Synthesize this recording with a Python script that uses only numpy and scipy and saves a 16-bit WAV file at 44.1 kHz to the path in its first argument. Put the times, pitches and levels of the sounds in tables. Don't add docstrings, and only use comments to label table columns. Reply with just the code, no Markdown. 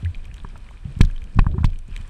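import sys
import numpy as np
from scipy import signal
from scipy.fft import rfft, irfft, next_fast_len
from scipy.io import wavfile
from scipy.ndimage import map_coordinates

SR = 44100
rng = np.random.default_rng(int(sys.argv[2]) if len(sys.argv) > 2 else 0)


def waveform_to_disk(signal):
    frames = np.transpose(np.atleast_2d(signal))
    scaled = np.clip(frames, -1, 1) * 32767
    samples = np.round(scaled).astype(np.int16)
    wavfile.write(sys.argv[1], SR, samples)


def voltage_ratio(level):
    return 10 ** (np.asarray(level, float) / 20)


N = 92301


def unit(x):
    return x / np.sqrt(np.mean(x ** 2) + 1e-20)


def along(points, f):
    hz, db = np.transpose(points)
    return np.interp(np.log(f + 1), np.log(hz + 1), db, -120, -120)


def level_curve(points):
    s, db = np.transpose(points)
    return np.interp(np.arange(N) / SR, s, db)


def wobble(rate):
    knots = rng.standard_normal(int(N * rate / SR) + 4)
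    return map_coordinates(knots, [np.arange(N) * rate / SR])


def filtered(x, response):
    size = next_fast_len(len(x) + 8192)
    return irfft(rfft(x, size) * response(np.fft.rfftfreq(size, 1 / SR)), size)[:len(x)]


def resonance(f, hz, width):
    return 1j * f * width / (hz * hz - f * f + 1j * f * width)


def favour(hz, centre_hz, spread_oct):
    return np.exp(-.5 * (np.log2(hz / centre_hz) / spread_oct) ** 2)


def add(track, s, sound):
    part = track[round(s * SR):][:len(sound)]
    part += sound[:len(part)]


# f/Hz, level/dB, T60/s
BARREL_MODES = [(77.56, 7.5, 0.22), (102.9, 12.5, 0.092), (138.2, 4, 0.16), (164.4, 0.5, 0.15),
                (191.6, -6.5, 0.18), (250, -64, .06), (385, 4, 0.074)]
# t/s, level/dB, direction, contact/ms, favoured f/Hz
JOLTS = [(.028, -21, 0.79, 3.8, 200), (0.445, -24.5, -0.83, 2.7, 250), (0.852, -16, -0.61, 6.4, 162),
         (0.966, -25.5, -1.83, 5.5, 120), (0.993, -23, 1, 3.2, 150), (1.007, 5.5, -0.57, 2.78, 102),
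         (1.356, -11, 0.6, 7.5, 110), (1.37, -12, -1.11, 5, 130), (1.388, -1, 0.77, 3.7, 150),
         (1.414, -15, 1, 18, 90), (1.465, -9, 0.96, 4.75, 120), (1.518, -27, 0.35, 5, 100),
         (1.538, -12.5, -0.58, 6.5, 130), (1.58, -8.5, 0.72, 4.2, 142), (1.605, -17, 1, 5.1, 90),
         (1.617, -11, 0.46, 6.1, 110), (1.642, 2.5, -0.39, 4.45, 80), (1.697, -19.5, 0.26, 6.8, 91),
         (1.886, -32, -0.97, 2.9, 182), (1.908, -34.5, -1, 4, 180), (2, -28.5, 0.72, 5.2, 139)]
JOLT_SPREAD_OCT, MODE_SCATTER_DB = 1.2, 2


def barrel_jolts():
    out, t = np.zeros(N), np.arange(SR // 2) / SR
    for s, db, direction, contact_ms, near_hz in JOLTS:
        scatter = rng.normal(0, MODE_SCATTER_DB, len(BARREL_MODES))
        modes = np.zeros(len(t))
        for (hz, level, t60), extra_db in zip(BARREL_MODES, scatter):
            decay = voltage_ratio(level + extra_db - 60 * t / t60)
            modes += decay * favour(hz, near_hz, JOLT_SPREAD_OCT) * np.cos(2 * np.pi * hz * t)
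        push = np.hanning(max(int(contact_ms * SR / 1000), 8))
        knock = signal.fftconvolve(modes, push)[:len(t)]
        add(out, s, direction * voltage_ratio(db) * knock / np.abs(knock).max())
    return out


# t/s, level/dB, direction, f/Hz, T60/s
SWAYS = [
    (0.166, -18, 0.7, 22.9, 0.5),
    (0.421, -21.5, 1, 32.4, 0.17),
    (1.011, -2.5, 0.99, 28.57, .3),
    (1.128, -20.5, -0.95, 22.17, 0.92),
    (1.394, 1, -0.8, 32.4, 0.13),
    (1.47, -8.5, -0.59, 26.7, 0.19),
    (1.648, -5, 1, 28, .2),
    (1.715, -18.5, 0.88, 23.47, 0.61),
    (1.921, -19.5, 0.85, 29.7, 0.41),
]
SWAY_RISE_S = 0.001


def gun_sways():
    out, t = np.zeros(N), np.arange(SR // 2) / SR
    onset = 1 - np.exp(-t / SWAY_RISE_S)
    for s, db, direction, hz, t60 in SWAYS:
        add(out, s, direction * voltage_ratio(db - 60 * t / t60) * np.sin(2 * np.pi * hz * t) * onset)
    return out


# f/Hz, width/Hz, level/dB
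HOUSING = [(602, 430, -11), (1020, 299, 3), (1670, 272, 1), (2450, 194, 0.5), (3065, 230, -1.5),
           (3900, 1500, -7.5), (5800, 1020, -11), (8080, 1830, -9), (10660, 5500, -19.5)]
TOP_FROM_HZ, DULL_OVER = 4500, 1.575


def shell_modes():
    return [(hz, width, (-1) ** k * voltage_ratio(db)) for k, (hz, width, db) in enumerate(HOUSING)]


def housing(f):
    return sum(gain * resonance(f, hz, width) for hz, width, gain in shell_modes())


def struck_housing(f, centre_hz, top_db, spread_oct):
    body, top = 0, 0
    for hz, width, gain in shell_modes():
        mode = gain * resonance(f, hz, width)
        body = body + mode * favour(hz, centre_hz, spread_oct)
        top = top + mode * (hz > TOP_FROM_HZ) * voltage_ratio(top_db)
    u = f / (DULL_OVER * centre_hz)
    return body / (1 - u * u + 1.4j * u) ** 2 + top


SCRAPE_RISE_S, SNAP = 0.00074, 1.2


def contact(db, centre_hz, t60, top_db, spread_oct):
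    t = np.arange(SR // 8) / SR
    scrape = rng.standard_normal(len(t)) * voltage_ratio(-60 * t / t60) * (1 - np.exp(-t / SCRAPE_RISE_S))
    scrape[round(SCRAPE_RISE_S * SR)] += SNAP
    ring = filtered(scrape, lambda f: struck_housing(f, centre_hz, top_db, spread_oct))
    return voltage_ratio(db) * ring / np.abs(ring).max()


# t/s, level/dB, centre f/Hz, scrape T60/s, sharp top level/dB
KNOCKS = [(.446, -27.5, 1260, 0.022, -27), (.556, -34.5, 1140, 0.029, -40), (.709, -39, 1000, 0.007, -14),
          (1.0067, -13, 655, 0.0066, -61), (1.0099, -10.5, 2070, 0.0084, -9.5),
          (1.0115, -15, 4100, 0.018, -9), (1.035, -33.5, 1300, 0.018, -37), (1.388, -12, 1076, 0.012, -35),
          (1.391, -15, 2640, 0.012, -27), (1.4003, -27, 2170, 0.0078, -17),
          (1.442, -35.5, 1490, 0.011, -37), (1.465, -18, 1180, 0.01, -64), (1.539, -39.5, 1210, 0.039, -46),
          (1.58, -28.5, 1230, 0.057, -50), (1.605, -44, 1100, 0.034, -42), (1.631, -32, 1110, 0.045, -50),
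          (1.642, -17, 1400, 0.0088, -31), (1.644, -24, 3200, 0.029, -9), (1.652, -26.5, 4800, 0.036, -33),
          (1.963, -23, 2980, 0.007, -10.5)]


def housing_knocks():
    out = np.zeros(N)
    for s, db, hz, t60, top_db in KNOCKS:
        add(out, s, contact(db, hz, t60, top_db, spread_oct=0.6))
    return out


# t/s, level/dB, centre f/Hz, sharp top level/dB
TICKS = [(.047, -31, 2950, -16), (0.145, -29.5, 2660, -40), (.153, -40, 2700, -13),
         (0.243, -42.5, 3200, -20), (.253, -37.5, 2500, -9.5), (.313, -37.5, 2450, -24),
         (.341, -37, 2870, -6.5), (0.366, -40.5, 2450, -11), (0.576, -45, 4000, 11),
         (.688, -38.5, 2370, -18), (0.989, -43, 3970, 5), (1.033, -36.5, 5800, -24),
         (1.049, -30, 3950, -9.5), (1.051, -36.5, 4840, -35), (1.111, -43, 2220, -7),
         (1.161, -39, 2670, -16), (1.218, -37.5, 2320, -15), (1.24, -40, 3450, -4.5),
         (1.701, -44, 3650, -16), (1.731, -42.5, 2970, -18.5), (1.758, -41.5, 2870, -16),
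         (1.788, -40.5, 3460, 2.5), (1.88, -49, 8060, -12), (1.937, -44, 2480, -27),
         (1.975, -38, 2820, -13), (2.012, -40, 3230, -8.5), (2.077, -47, 8200, -7)]
TICK_T60_S = 0.011


def housing_ticks():
    out = np.zeros(N)
    for s, db, hz, top_db in TICKS:
        add(out, s, contact(db, hz, TICK_T60_S, top_db, spread_oct=0.38))
    return out


# t/s, length/s, level/dB, f/Hz
HUMS = [
    (0.035, 0.095, -16.5, 85.6),
    (0.868, 0.067, -28.5, 140.4),
    (1.543, .04, -31.5, 375.6),
]


def rubber_bands():
    out, t = np.zeros(N), np.arange(SR // 5) / SR
    for s, length, db, hz in HUMS:
        arch = np.sin(np.pi * np.clip(t / length, 0, 1) ** 0.54)
        swell = np.abs(arch) ** 1.28 * (t < length)
        phase = 2 * np.pi * hz * t + .5 * wobble(52)[:len(t)]
        add(out, s, voltage_ratio(db) * swell * np.sin(phase))
    return out


# t/s, level/dB
GRIP = [(0, -38.5), (.62, -39.5), (.8, -45), (.87, -36.5), (1.3, -39.5), (1.5, -27.5), (1.85, -46.5),
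        (1.93, -38.5), (2.09, -40)]
# f/Hz, level/dB
RUB = [(30, 4.5), (75, 1), (140, -12.5), (190, -15.5), (400, -27.5), (800, -33)]
ROCK_DB, ROCK_HZ, ROCK_WIDTH_HZ = -38.5, 26, 14


def handling():
    friction = rng.standard_normal(N) * voltage_ratio(1.95 * wobble(19.7))
    rub = unit(filtered(friction, lambda f: voltage_ratio(along(RUB, f))))

    def rocking(f):
        return resonance(f, ROCK_HZ, ROCK_WIDTH_HZ) / (1 + (f / 45) ** 4)

    rock = unit(filtered(rng.standard_normal(N), rocking))
    return voltage_ratio(level_curve(GRIP)) * rub + voltage_ratio(ROCK_DB) * rock


# t/s, level/dB, f/Hz
BUBBLES = [
    (.057, -39, 1636),
    (0.06, -41, 1886),
    (0.486, -55.5, 1020),
]
BUBBLE_RISE, BUBBLE_T60_S = 0.13, 0.026


def bubbles():
    out, t = np.zeros(N), np.arange(SR // 10) / SR
    onset = 1 - np.exp(-t / 0.00084)
    for s, db, hz in BUBBLES:
        phase = 2 * np.pi * hz * (t + BUBBLE_RISE * t * t / BUBBLE_T60_S)
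        add(out, s, voltage_ratio(db + 9 - 60 * t / BUBBLE_T60_S) * onset * np.sin(phase))
    return out


FIZZ_PER_S, FIZZ_SCATTER_DB = 300, 5
FIZZ_HZ, FIZZ_SPREAD, FIZZ_CYCLES = 4690, 0.674, 8.5


def fizz():
    draw, k = rng.random((1200, 2)), np.arange(256)
    gaps_s = -np.log(draw[:, 0] + 1e-9) / FIZZ_PER_S
    start = (np.cumsum(gaps_s) * SR).astype(int)[:, None]
    hz = FIZZ_HZ * np.exp(FIZZ_SPREAD * rng.standard_normal(len(draw)))
    hz = np.clip(hz, 600, 14000)[:, None]
    size = voltage_ratio(-FIZZ_SCATTER_DB * np.log(draw[:, 1:] + 0.0067))
    decay = np.exp(-3 * hz * k / SR / FIZZ_CYCLES)
    grains = size * np.sqrt(hz) * np.sin(2 * np.pi * hz * k / SR) * decay
    return np.bincount((start + k).ravel(), grains.ravel(), N)[:N]


# t/s, level/dB
WASH = [(0, -51.5), (.05, -57.5), (.75, -56), (.83, -59), (.87, -55.5), (1.7, -60), (1.87, -61),
        (1.94, -53), (2.09, -53)]
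# f/Hz, level/dB
SEA = [(200, -17), (450, -9.5), (2000, -6.5), (3200, -7.5), (5000, -13.5), (9000, -15), (13500, -36.5),
       (16300, -45)]
PEAKY, FIZZ_DB, FAR_DB = .8, -6, -76.5


def sea_colour(f):
    return voltage_ratio(along(SEA, f)) * (1 - PEAKY + PEAKY * np.abs(housing(f)))


def far_colour(f):
    u = (f / TOP_FROM_HZ) ** 2
    return sea_colour(f) * u / (1 + u) * (1 + (f / 10500) ** 6)


def water():
    turbulence = rng.standard_normal(N) * voltage_ratio(wobble(40.73))
    drive = turbulence + voltage_ratio(FIZZ_DB) * unit(fizz())
    wash = unit(filtered(drive, sea_colour))
    far = unit(filtered(rng.standard_normal(N), far_colour))
    return voltage_ratio(level_curve(WASH)) * wash + voltage_ratio(FAR_DB) * far


def scene():
    gun = barrel_jolts() + gun_sways()
    shell = housing_knocks() + housing_ticks()
    mix = gun + shell + rubber_bands() + handling() + bubbles() + water()
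    return mix[None]


def band_limit(x):
    return signal.sosfilt(signal.butter(12, 16360, fs=SR, output="sos"), x)


def record(dry):
    held = dry[0] / (1 + np.abs(dry[0]) ** 14) ** (1 / 14)
    mic_top_hz = 15000
    finished = filtered(held, lambda f: 1 / (1 + (f / mic_top_hz) ** 24))
    return band_limit(finished[None])


dry = scene()
out = record(dry)
waveform_to_disk(out)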